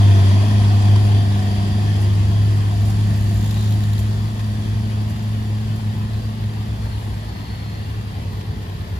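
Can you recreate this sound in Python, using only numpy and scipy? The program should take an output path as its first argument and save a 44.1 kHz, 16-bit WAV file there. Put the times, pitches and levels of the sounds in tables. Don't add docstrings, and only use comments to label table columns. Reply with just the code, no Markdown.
import sys
import numpy as np
from scipy import signal
from scipy.fft import rfft, irfft, next_fast_len
from scipy.io import wavfile
from scipy.ndimage import uniform_filter1d, map_coordinates

SR = 44100
rng = np.random.default_rng(int(sys.argv[2]) if len(sys.argv) > 2 else 0)


def file_out(sig):
    cols = np.atleast_2d(sig).T
    lim = np.clip(cols, -1, 1)
    pcm = np.round(lim * 32767).astype(np.int16)
    wavfile.write(sys.argv[1], SR, pcm)


N = 396459

ABREAST_S, LANE_M, TRUCK_M_PER_S = -0.91, 3.9, 3.07


def amp(db):
    return 10 ** (np.asarray(db) / 20)


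def unit(x):
    return x / np.sqrt(np.mean(x ** 2) + 1e-20)


def along(points, hz):
    f, v = np.transpose(points)
    return np.interp(np.log(hz + 1), np.log(f + 1), v)


def curves(rows):
    s, *cols = np.transpose(rows)
    return [np.interp(np.arange(N) / SR, s, c) for c in cols]


def wobble(rate):
    coarse = np.arange(0, N + 64, 64)
    knots = rng.standard_normal(2048)
    values = map_coordinates(knots, [coarse * rate / SR], mode="wrap")
    return np.interp(np.arange(N), coarse, values)


def filtered(x, response):
    size = next_fast_len(N + SR // 4)
    spectrum = rfft(x, size) * response(np.fft.rfftfreq(size, 1 / SR))
    return irfft(spectrum, size)[..., :N]


def colour(points):
    def response(f):
        above = 1 + (f / points[-1][0]) ** 10
        below = 1 + (points[0][0] / (f + 1)) ** 10
        return amp(along(points, f)) / np.sqrt(above * below)
    return response


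def body(modes):
    def response(f):
        total = 0
        for k, (c, w, db) in enumerate(modes):
            ring = 1j * f * w / (c * c - f * f + 1j * f * w)
            total = total + (-1) ** k * amp(db) / np.sqrt(w) * ring
        return total
    return response


def rush(response, gate=1):
    # frequency in Hz, side minus mid in dB.
    spread = [(60, -15), (110, -19), (200, -12.5), (380, 0), (700, -0.5), (1290, 3.5), (2380, -1),
              (4400, -1), (8120, -0.5), (15000, 2.5)]
    # frequency in Hz, share from -1 to 1.
    quarter_cycle = [(100, 0.52), (220, 0.63), (430, 0.046), (720, 0.64), (1100, 0.33), (1550, -0.73),
                     (1800, -0.55), (2100, -0.088)]

    def ports(f):
        skew = np.clip(along(quarter_cycle, f), -0.95, 0.95)
        width = amp(along(spread, f))
        rows = [np.ones(len(f)), 1j * skew * width, np.sqrt(1 - skew ** 2) * width]
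        return np.array(rows) * response(f)
    noise = gate * rng.standard_normal((2, N))
    mid, shared, scattered = filtered(noise[[0, 0, 1]], ports)
    return np.array([mid, shared + scattered]) / np.std(mid)


def central(x, side_db):
    return np.array([x, amp(side_db) * filtered(x, lambda f: 1j)])


def turns(hz):
    return np.cumsum(hz) / SR


def strokes(cycles, decay, scatter_db):
    sizes = amp(scatter_db * rng.standard_normal(4096))
    return unit(sizes[cycles.astype(int)] * np.exp(-(cycles % 1) / decay))


def lines(cycles, orders, waver_db, waver_rate, jitter_hz=0):
    jitter_rate = 30
    total = 0
    for k, db in orders:
        level = amp(db + waver_db * wobble(waver_rate))
        drift = turns(jitter_hz * wobble(jitter_rate)) + rng.random()
        total = total + level * np.sin(2 * np.pi * (k * cycles + drift))
    return total


def patchy(x, depth_db):
    z = signal.stft(x, nperseg=1024)[2]
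    field = uniform_filter1d(rng.standard_normal(z.shape[1:]), size=3, axis=0)
    field = uniform_filter1d(field, size=9, axis=1)
    return signal.istft(z * amp(depth_db * unit(field)))[1][:, :N]


def impacts(rows, t60, crest_db):
    t = np.arange(N) / SR
    return sum(amp(db - crest_db - 60 * np.abs(t - s) / t60) * (t >= s) for s, db in rows)


def distance_db(abreast_s, lane_m, m_per_s):
    metres = np.hypot(lane_m, m_per_s * (np.arange(N) / SR - abreast_s))
    return 20 * np.log10(metres.min() / metres)


def swell(s, half_s):
    return np.exp(-((np.arange(N) / SR - s) / half_s) ** 2)


def hillside():
    # frequency in Hz, relative level in dB per Hz.
    slope = [(45, -2), (62, 10.5), (200, -6.5), (450, -8), (900, -9.5), (1400, -18.5), (1900, -17),
             (2500, -18.5), (4500, -19.5), (6300, -50), (9500, -41.5), (13500, -28), (15000, -39)]
    flutter = amp(1.16 * wobble(80))
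    return amp(-40.5 + 0.38 * wobble(2.4)) * patchy(rush(colour(slope), flutter), depth_db=2.5)


def traffic(truck_hz):
    # time in seconds, Hz by which it fires slower than the near truck, level in dB.
    ahead = [(3.2, 3.585, -48), (4.5, 3.585, -35), (5.3, 3.585, -33.5), (5.95, 7.4, -32.5),
             (6.35, 6.3, -35), (7, 9.3, -33.5), (7.35, 8.3, -37), (7.8, 11.6, -33.5), (8.3, 9.3, -30),
             (9, 9.4, -31)]
    # middle in seconds, half length in seconds, firing rate in Hz, level in dB.
    passers = [(2.298, 0.95, 76.3, -31.5), (5.3, 0.47, 72, -42), (6.796, 0.76, 60.1, -34)]
    doppler = 0.0258
    slower_hz, ahead_db = curves(ahead)
    angle = 2 * np.pi * turns(truck_hz - slower_hz)
    notes = amp(ahead_db + 1.4 * wobble(4.2)) * (np.sin(angle) + amp(-23.5) * np.sin(2 * angle))
    for s, half_s, hz, db in passers:
        bend = 1 - doppler * np.tanh((np.arange(N) / SR - s) / half_s)
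        pitch = hz * bend + 1.37 * wobble(7.8)
        level = amp(db + 3.0 * wobble(7.6)) * swell(s, half_s)
        notes = notes + level * np.sin(2 * np.pi * turns(pitch))
    return central(np.sqrt(2) * notes, side_db=-22)


def motorbike_exhaust(hz, firing):
    # frequency in Hz, gain in dB.
    silencer = [(60, 1.5), (85, -5), (120, -9), (150, -3.5), (183, -0.5), (215, -15.5), (300, -15),
                (350, -19), (425, -6), (480, -12)]
    total = 0
    for k in range(2, 13):
        line = lines(firing, [(k, 0)], waver_db=1.4, waver_rate=5, jitter_hz=1.3)
        total = total + amp(along(silencer, k * hz)) * line
    return total


def valve_ticks(firing):
    crank = 2 * firing
    rise = 1 - np.exp(-(crank % 1) / 0.08)
    harder = amp(2.0 * (firing % 1 < .5))
    return unit(rise * strokes(crank, decay=0.19, scatter_db=1.0) * harder)


def motorbike():
    # time in seconds, firing rate in Hz, throttle in dB.
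    ride = [(0, 29.15, -6), (2.7, 29, 3), (3.3, 29.7, 0.5), (3.52, 30.1, -0.5), (3.88, 31.1, -2),
            (5.7, 32, -1), (7.3, 37.1, -4.5), (8.4, 38.3, 7.5), (9, 39.1, 7)]
    # centre in Hz, width in Hz, relative power in dB.
    case = [(1650, 160, -6), (3200, 300, -5), (3880, 130, -3), (6780, 160, -4), (7500, 400, -8),
            (10500, 1600, -4), (13400, 1500, -1.5)]
    # centre in Hz, width in Hz, relative power in dB.
    guard = [(3910, 690, 10), (6650, 190, -8)]
    # time in seconds, peak in dB.
    hard_tick_rows = [(3.1391, -34), (3.4419, -31), (3.5087, -26), (3.5426, -31), (3.7232, -27), (3.836, -29),
                      (3.9323, -28), (3.9804, -28)]
    # frequency in Hz, relative level in dB per Hz.
    asphalt = [(500, -5), (1000, -11), (1400, -7), (4500, -9), (8000, -6), (14000, -18)]
    abreast_s, lane_m, m_per_s = 3.37, 2.76, 5.5
    tick_lag_s = 0.15
    fires_s = 3.5087
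    putter_db, putter_fall = -31.5, 0.83
    tick_db, tick_fall = -50, 2.3
    chain_db, chain_fall = -55, 1.7
    tyre_db, tyre_fall = -49, 1.14
    drag_s, drag_half_s, drag_db = 3.63, 0.13, -50.5

    hz, throttle_db = curves(ride)
    away_db = distance_db(abreast_s, lane_m, m_per_s)
    engine_db = distance_db(abreast_s + tick_lag_s, lane_m, m_per_s)
    firing = turns(hz)
    firing = firing + 1 - firing[round(fires_s * SR)] % 1
    putter = amp(putter_db + putter_fall * away_db + throttle_db) * motorbike_exhaust(hz, firing)
    ticks = amp(tick_db + tick_fall * engine_db) * rush(body(case), valve_ticks(firing))
    drag = amp(chain_db + chain_fall * engine_db) + amp(drag_db) * swell(drag_s, drag_half_s)
    chain = drag * rush(body(guard), strokes(2 * firing, decay=1, scatter_db=0.7))
    tyres = amp(tyre_db + tyre_fall * away_db) * rush(colour(asphalt))
    struck = 0.73 * rush(body(case)) + 0.75 * rush(body(guard))
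    hard_ticks = impacts(hard_tick_rows, t60=0.04, crest_db=9) * struck
    return central(putter, side_db=-23) + patchy(ticks + chain + hard_ticks + tyres, depth_db=1.5)


def wheel_squeal():
    # start in seconds, length in seconds, level at full rise in dB.
    rubs = [(6.62, 0.46, -55), (7.0, 0.98, -55)]
    # middle pitch in Hz, relative level in dB.
    squeal_tones = [(4215, -7), (4280, 3), (4355, 0), (4575, -10)]
    rise_s, fall_s = 0.44, 0.21
    tones = 0
    for hz, db in squeal_tones:
        pitch = hz + 10 * wobble(8.5) + 45 * wobble(220)
        tones = tones + amp(db) * np.sin(2 * np.pi * turns(pitch))
    rasp = rush(lambda f: body([(4400, 480, 0)])(f) ** 2)
    scrape = rush(body([(1970, 180, 0)]))
    t = np.arange(N) / SR
    rub = 0
    for s, length, db in rubs:
        ramp = np.minimum((t - s) / rise_s, (s + length - t) / fall_s)
        rub = rub + amp(db) * np.clip(ramp, 0, 1)
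    return rub * amp(1.5 * wobble(70)) * (central(tones, side_db=-7) + 0.66 * rasp + 0.99 * scrape)


def trailer():
    # frequency in Hz, relative level in dB per Hz.
    rumble_spectrum = [(20, -38), (42, -8), (51, -4.5), (72, 1), (120, -6), (165, -7), (220, -12),
                       (260, -20.5), (310, -24.5), (500, -31)]
    # time in seconds, rumble level in dB.
    rumble_level = [(0, -29), (1.4, -28), (2.4, -28), (4, -29), (5.4, -29), (7, -30.5), (9, -30)]
    # frequency in Hz, relative level in dB per Hz.
    hiss_spectrum = [(3000, -13), (6000, .5), (7800, -1), (10000, -2), (13300, -1.5), (14200, -4),
                     (15000, -17)]
    # time in seconds, peak in dB.
    clink_rows = [(2.8544, -40), (2.8986, -39), (3.9903, -35), (5.0968, -42), (5.2241, -45), (5.7594, -43)]
    # middle in seconds, half length in seconds, level in dB.
    rustles = [(0.264, 0.025, -53), (1.066, 0.044, -51), (2.02, 0.022, -49), (2.885, 0.025, -50),
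               (7, 0.22, -57)]
    # frequency in Hz, relative level in dB per Hz.
    cane_spectrum = [(5000, -5), (9500, 0), (14000, -6)]
    frame_db, frame_fall = -47.5, 0.85
    hiss_db, hiss_fall = -55.5, 0.53

    away_db = distance_db(ABREAST_S, LANE_M, TRUCK_M_PER_S)
    rumble = amp(curves(rumble_level)[0] + 1.1 * wobble(12.0)) * rush(colour(rumble_spectrum))
    hiss_level = amp(hiss_db + hiss_fall * away_db + 0.54 * wobble(9))
    hiss = hiss_level * rush(colour(hiss_spectrum), amp(1.8 * wobble(200)))
    metal = colour([(3500, -6), (7300, 2), (10000, -3), (13000, 1), (15000, -6)])
    clinks = impacts(clink_rows, t60=0.11, crest_db=4.5) * rush(metal)
    frame_level = amp(frame_db + frame_fall * away_db + 2.0 * wobble(22))
    frame = frame_level * rush(body([(4690, 105, 0)]))
    stirring = sum(amp(db) * swell(s, half_s) for s, half_s, db in rustles)
    cane = stirring * rush(colour(cane_spectrum), amp(2.7 * wobble(400)))
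    return rumble + hiss + clinks + frame + cane


def firing_rate():
    # time in seconds, firing rate in Hz.
    speed = [(0, 100.3), (0.27, 98.4), (0.5, 102.2), (1.05, 101.9), (1.5, 101), (2.2, 102.2), (3.1, 103.6),
             (4.8, 106.8), (5.7, 107.3), (6.5, 107.4), (7.2, 105.8), (7.9, 106), (9, 104.1)]
    tugs = [0, 0.53, 1.07, 1.88, 2.42, 2.95, 3.6, 4.33, 4.8, 5.28, 5.72, 6.23, 6.75, 7.45, 8, 8.6, 9.1]
    surge_hz = 1.0
    tug = np.interp(np.arange(N) / SR, tugs, np.arange(len(tugs)))
    return curves(speed)[0] + surge_hz * np.cos(2 * np.pi * tug) + 0.15 * wobble(7)


def gear_whine(hz):
    # time in seconds, frequency in Hz.
    howl = [(0, 730), (0.3, 647), (0.7, 720), (1.15, 712), (1.7, 720), (2.2, 690), (2.72, 724), (3, 714),
            (3.6, 698)]
    width_hz, jitter_hz = 36, 17
    howl_hz, = curves(howl)
    total = 0
    for k in np.arange(25, 31) / 4:
        cycles = turns(k * hz + jitter_hz * wobble(70))
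        rough = lines(cycles, [(1, 0)], waver_db=4.0, waver_rate=45)
        total = total + rough / (1 + ((k * hz - howl_hz) / width_hz) ** 2)
    return 0.85 * total


def truck_exhaust(firing, away_db):
    # time in seconds, boom level in dB, octave level in dB.
    exhaust_levels = [(0, -10, -34), (0.5, -13.5, -27.5), (0.85, -10.5, -29), (1.15, -12.4, -30),
                      (1.5, -19, -26.5), (1.75, -18, -28.5), (2.15, -15, -37), (3.1, -17, -31),
                      (3.7, -16.5, -32), (4.5, -21.5, -32), (5.9, -22.5, -31.5), (6.6, -24.5, -35.5),
                      (7, -25, -43), (7.45, -34, -46.5), (7.95, -26.5, -41.5), (9, -35, -53)]
    # multiple of the firing rate, relative level in dB.
    pipe_orders = [(0.751, -44), (1.25, -31), (1.5, -28), (1.752, -34), (2.25, -28), (2.75, -40.5),
                   (3, -31.5), (3.5, -33.5), (4, -37), (6, -42.5)]
    pipe_db, pipe_fall = -5, 1.19
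    jitter_hz = 2.5
    boom_db, octave_db = curves(exhaust_levels)
    angle = 2 * np.pi * firing
    boom = amp(boom_db + 1.04 * wobble(12)) * np.sin(angle)
    octave = amp(octave_db + 1.16 * wobble(14)) * np.cos(2 * angle)
    pipe = lines(firing, pipe_orders, waver_db=3.5, waver_rate=14, jitter_hz=jitter_hz)
    pipe = amp(pipe_db + pipe_fall * away_db) * pipe
    return central(np.sqrt(2) * (boom - octave) + pipe, side_db=-18)


def truck(hz):
    # frequency in Hz, relative level in dB per Hz.
    drive_spectrum = [(150, 0), (260, 2.5), (360, -3), (450, -7), (540, -11.5), (620, -14), (820, -12.5),
                      (1050, -10.5), (1350, -23.5), (2200, -25)]
    # frequency in Hz, relative level in dB per Hz.
    clatter_spectrum = [(900, -12), (1400, -8.5), (1850, 4), (2200, -5.5), (2700, -1.5), (3300, -1.5),
                        (4100, -6), (5200, -5.5), (6500, -11.5), (9000, -8)]
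    # centre in Hz, width in Hz, relative power in dB.
    block = [(2490, 230, -4.5), (3116, 115, -1.5), (3355, 250, 2), (4690, 99, -5), (5260, 270, -12.5),
             (6330, 350, -10.5)]
    # centre in Hz, width in Hz, relative power in dB.
    gearbox = [(694, 61, -2), (1047, 160, -10.5)]
    # middle in seconds, half length in seconds,
    # gear howl gain in dB, block rasp gain in dB.
    gaps = [(0.268, 0.094, 1.5, 3), (0.8, 0.3, 2, 2), (1.35, 0.44, 3, 1), (2.72, 0.035, 7, 0),
            (2.874, 0.078, 6, -1), (3.353, 0.054, 5, 0), (3.765, 0.055, 5, -1)]
    drive_db, drive_fall = -30.5, 1
    howl_db, howl_fall = -39.5, 1.35
    rasp_db, rasp_fall = -41.5, 1.14
    clatter_db, clatter_fall = -38.5, 0.73

    away_db = distance_db(ABREAST_S, LANE_M, TRUCK_M_PER_S)
    howl_level = howl_db + howl_fall * away_db + sum(db * swell(s, half_s) for s, half_s, db, _ in gaps)
    rasp_level = rasp_db + rasp_fall * away_db + sum(db * swell(s, half_s) for s, half_s, _, db in gaps)
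    firing = turns(hz)
    uneven = firing + 0.14 * wobble(50)
    every = strokes(uneven, decay=0.41, scatter_db=7)
    hardest = strokes(firing / 4, decay=0.49, scatter_db=4)
    knock = 2.5 + 0.35 * every + 0.12 * hardest
    gears = amp(howl_level) * (rush(body(gearbox)) + central(gear_whine(hz), side_db=-24))
    rasp = amp(rasp_level + 1.7 * wobble(28)) * rush(body(block), knock)
    clatter_level = amp(clatter_db + clatter_fall * away_db + 0.22 * wobble(4.5))
    clatter = clatter_level * rush(colour(clatter_spectrum), knock)
    drive_level = amp(drive_db + drive_fall * away_db + 0.17 * wobble(6.3))
    drive = drive_level * rush(colour(drive_spectrum), knock)
    return truck_exhaust(firing, away_db) + gears + patchy(rasp + clatter + drive, depth_db=1.62)


def scene():
    # frequency in Hz, left minus right in dB.
    lean = [(100, .5), (200, -0.5), (700, 2), (1290, 3.5), (2400, 1.4), (8000, 0)]
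    truck_hz = firing_rate()
    background = hillside() + traffic(truck_hz)
    mid, side = background + motorbike() + wheel_squeal() + trailer() + truck(truck_hz)
    return filtered(np.array([mid + side, mid - side]), lambda f: amp(np.outer([.5, -.5], along(lean, f))))


def record(dry):
    # frequency in Hz, share fed to the other channel.
    crossfeed = [(6800, 0), (8400, 1)]
    cross_delay_s, top_hz = 0.000295, 15650
    port_gap_db = 5

    def direct(f):
        share = along(crossfeed, f)
        ports = amp(np.outer([-.5, .5], port_gap_db * share))
        return ports / np.sqrt(np.mean(ports ** 2, axis=0) * (1 + share ** 2))

    def late(f):
        return along(crossfeed, f) * np.exp(-2j * np.pi * f * cross_delay_s)
    own = filtered(dry, direct)
    crossed = filtered(own[::-1], late)
    return filtered(own + crossed, lambda f: f < top_hz)


dry = scene()
out = record(dry)
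file_out(out)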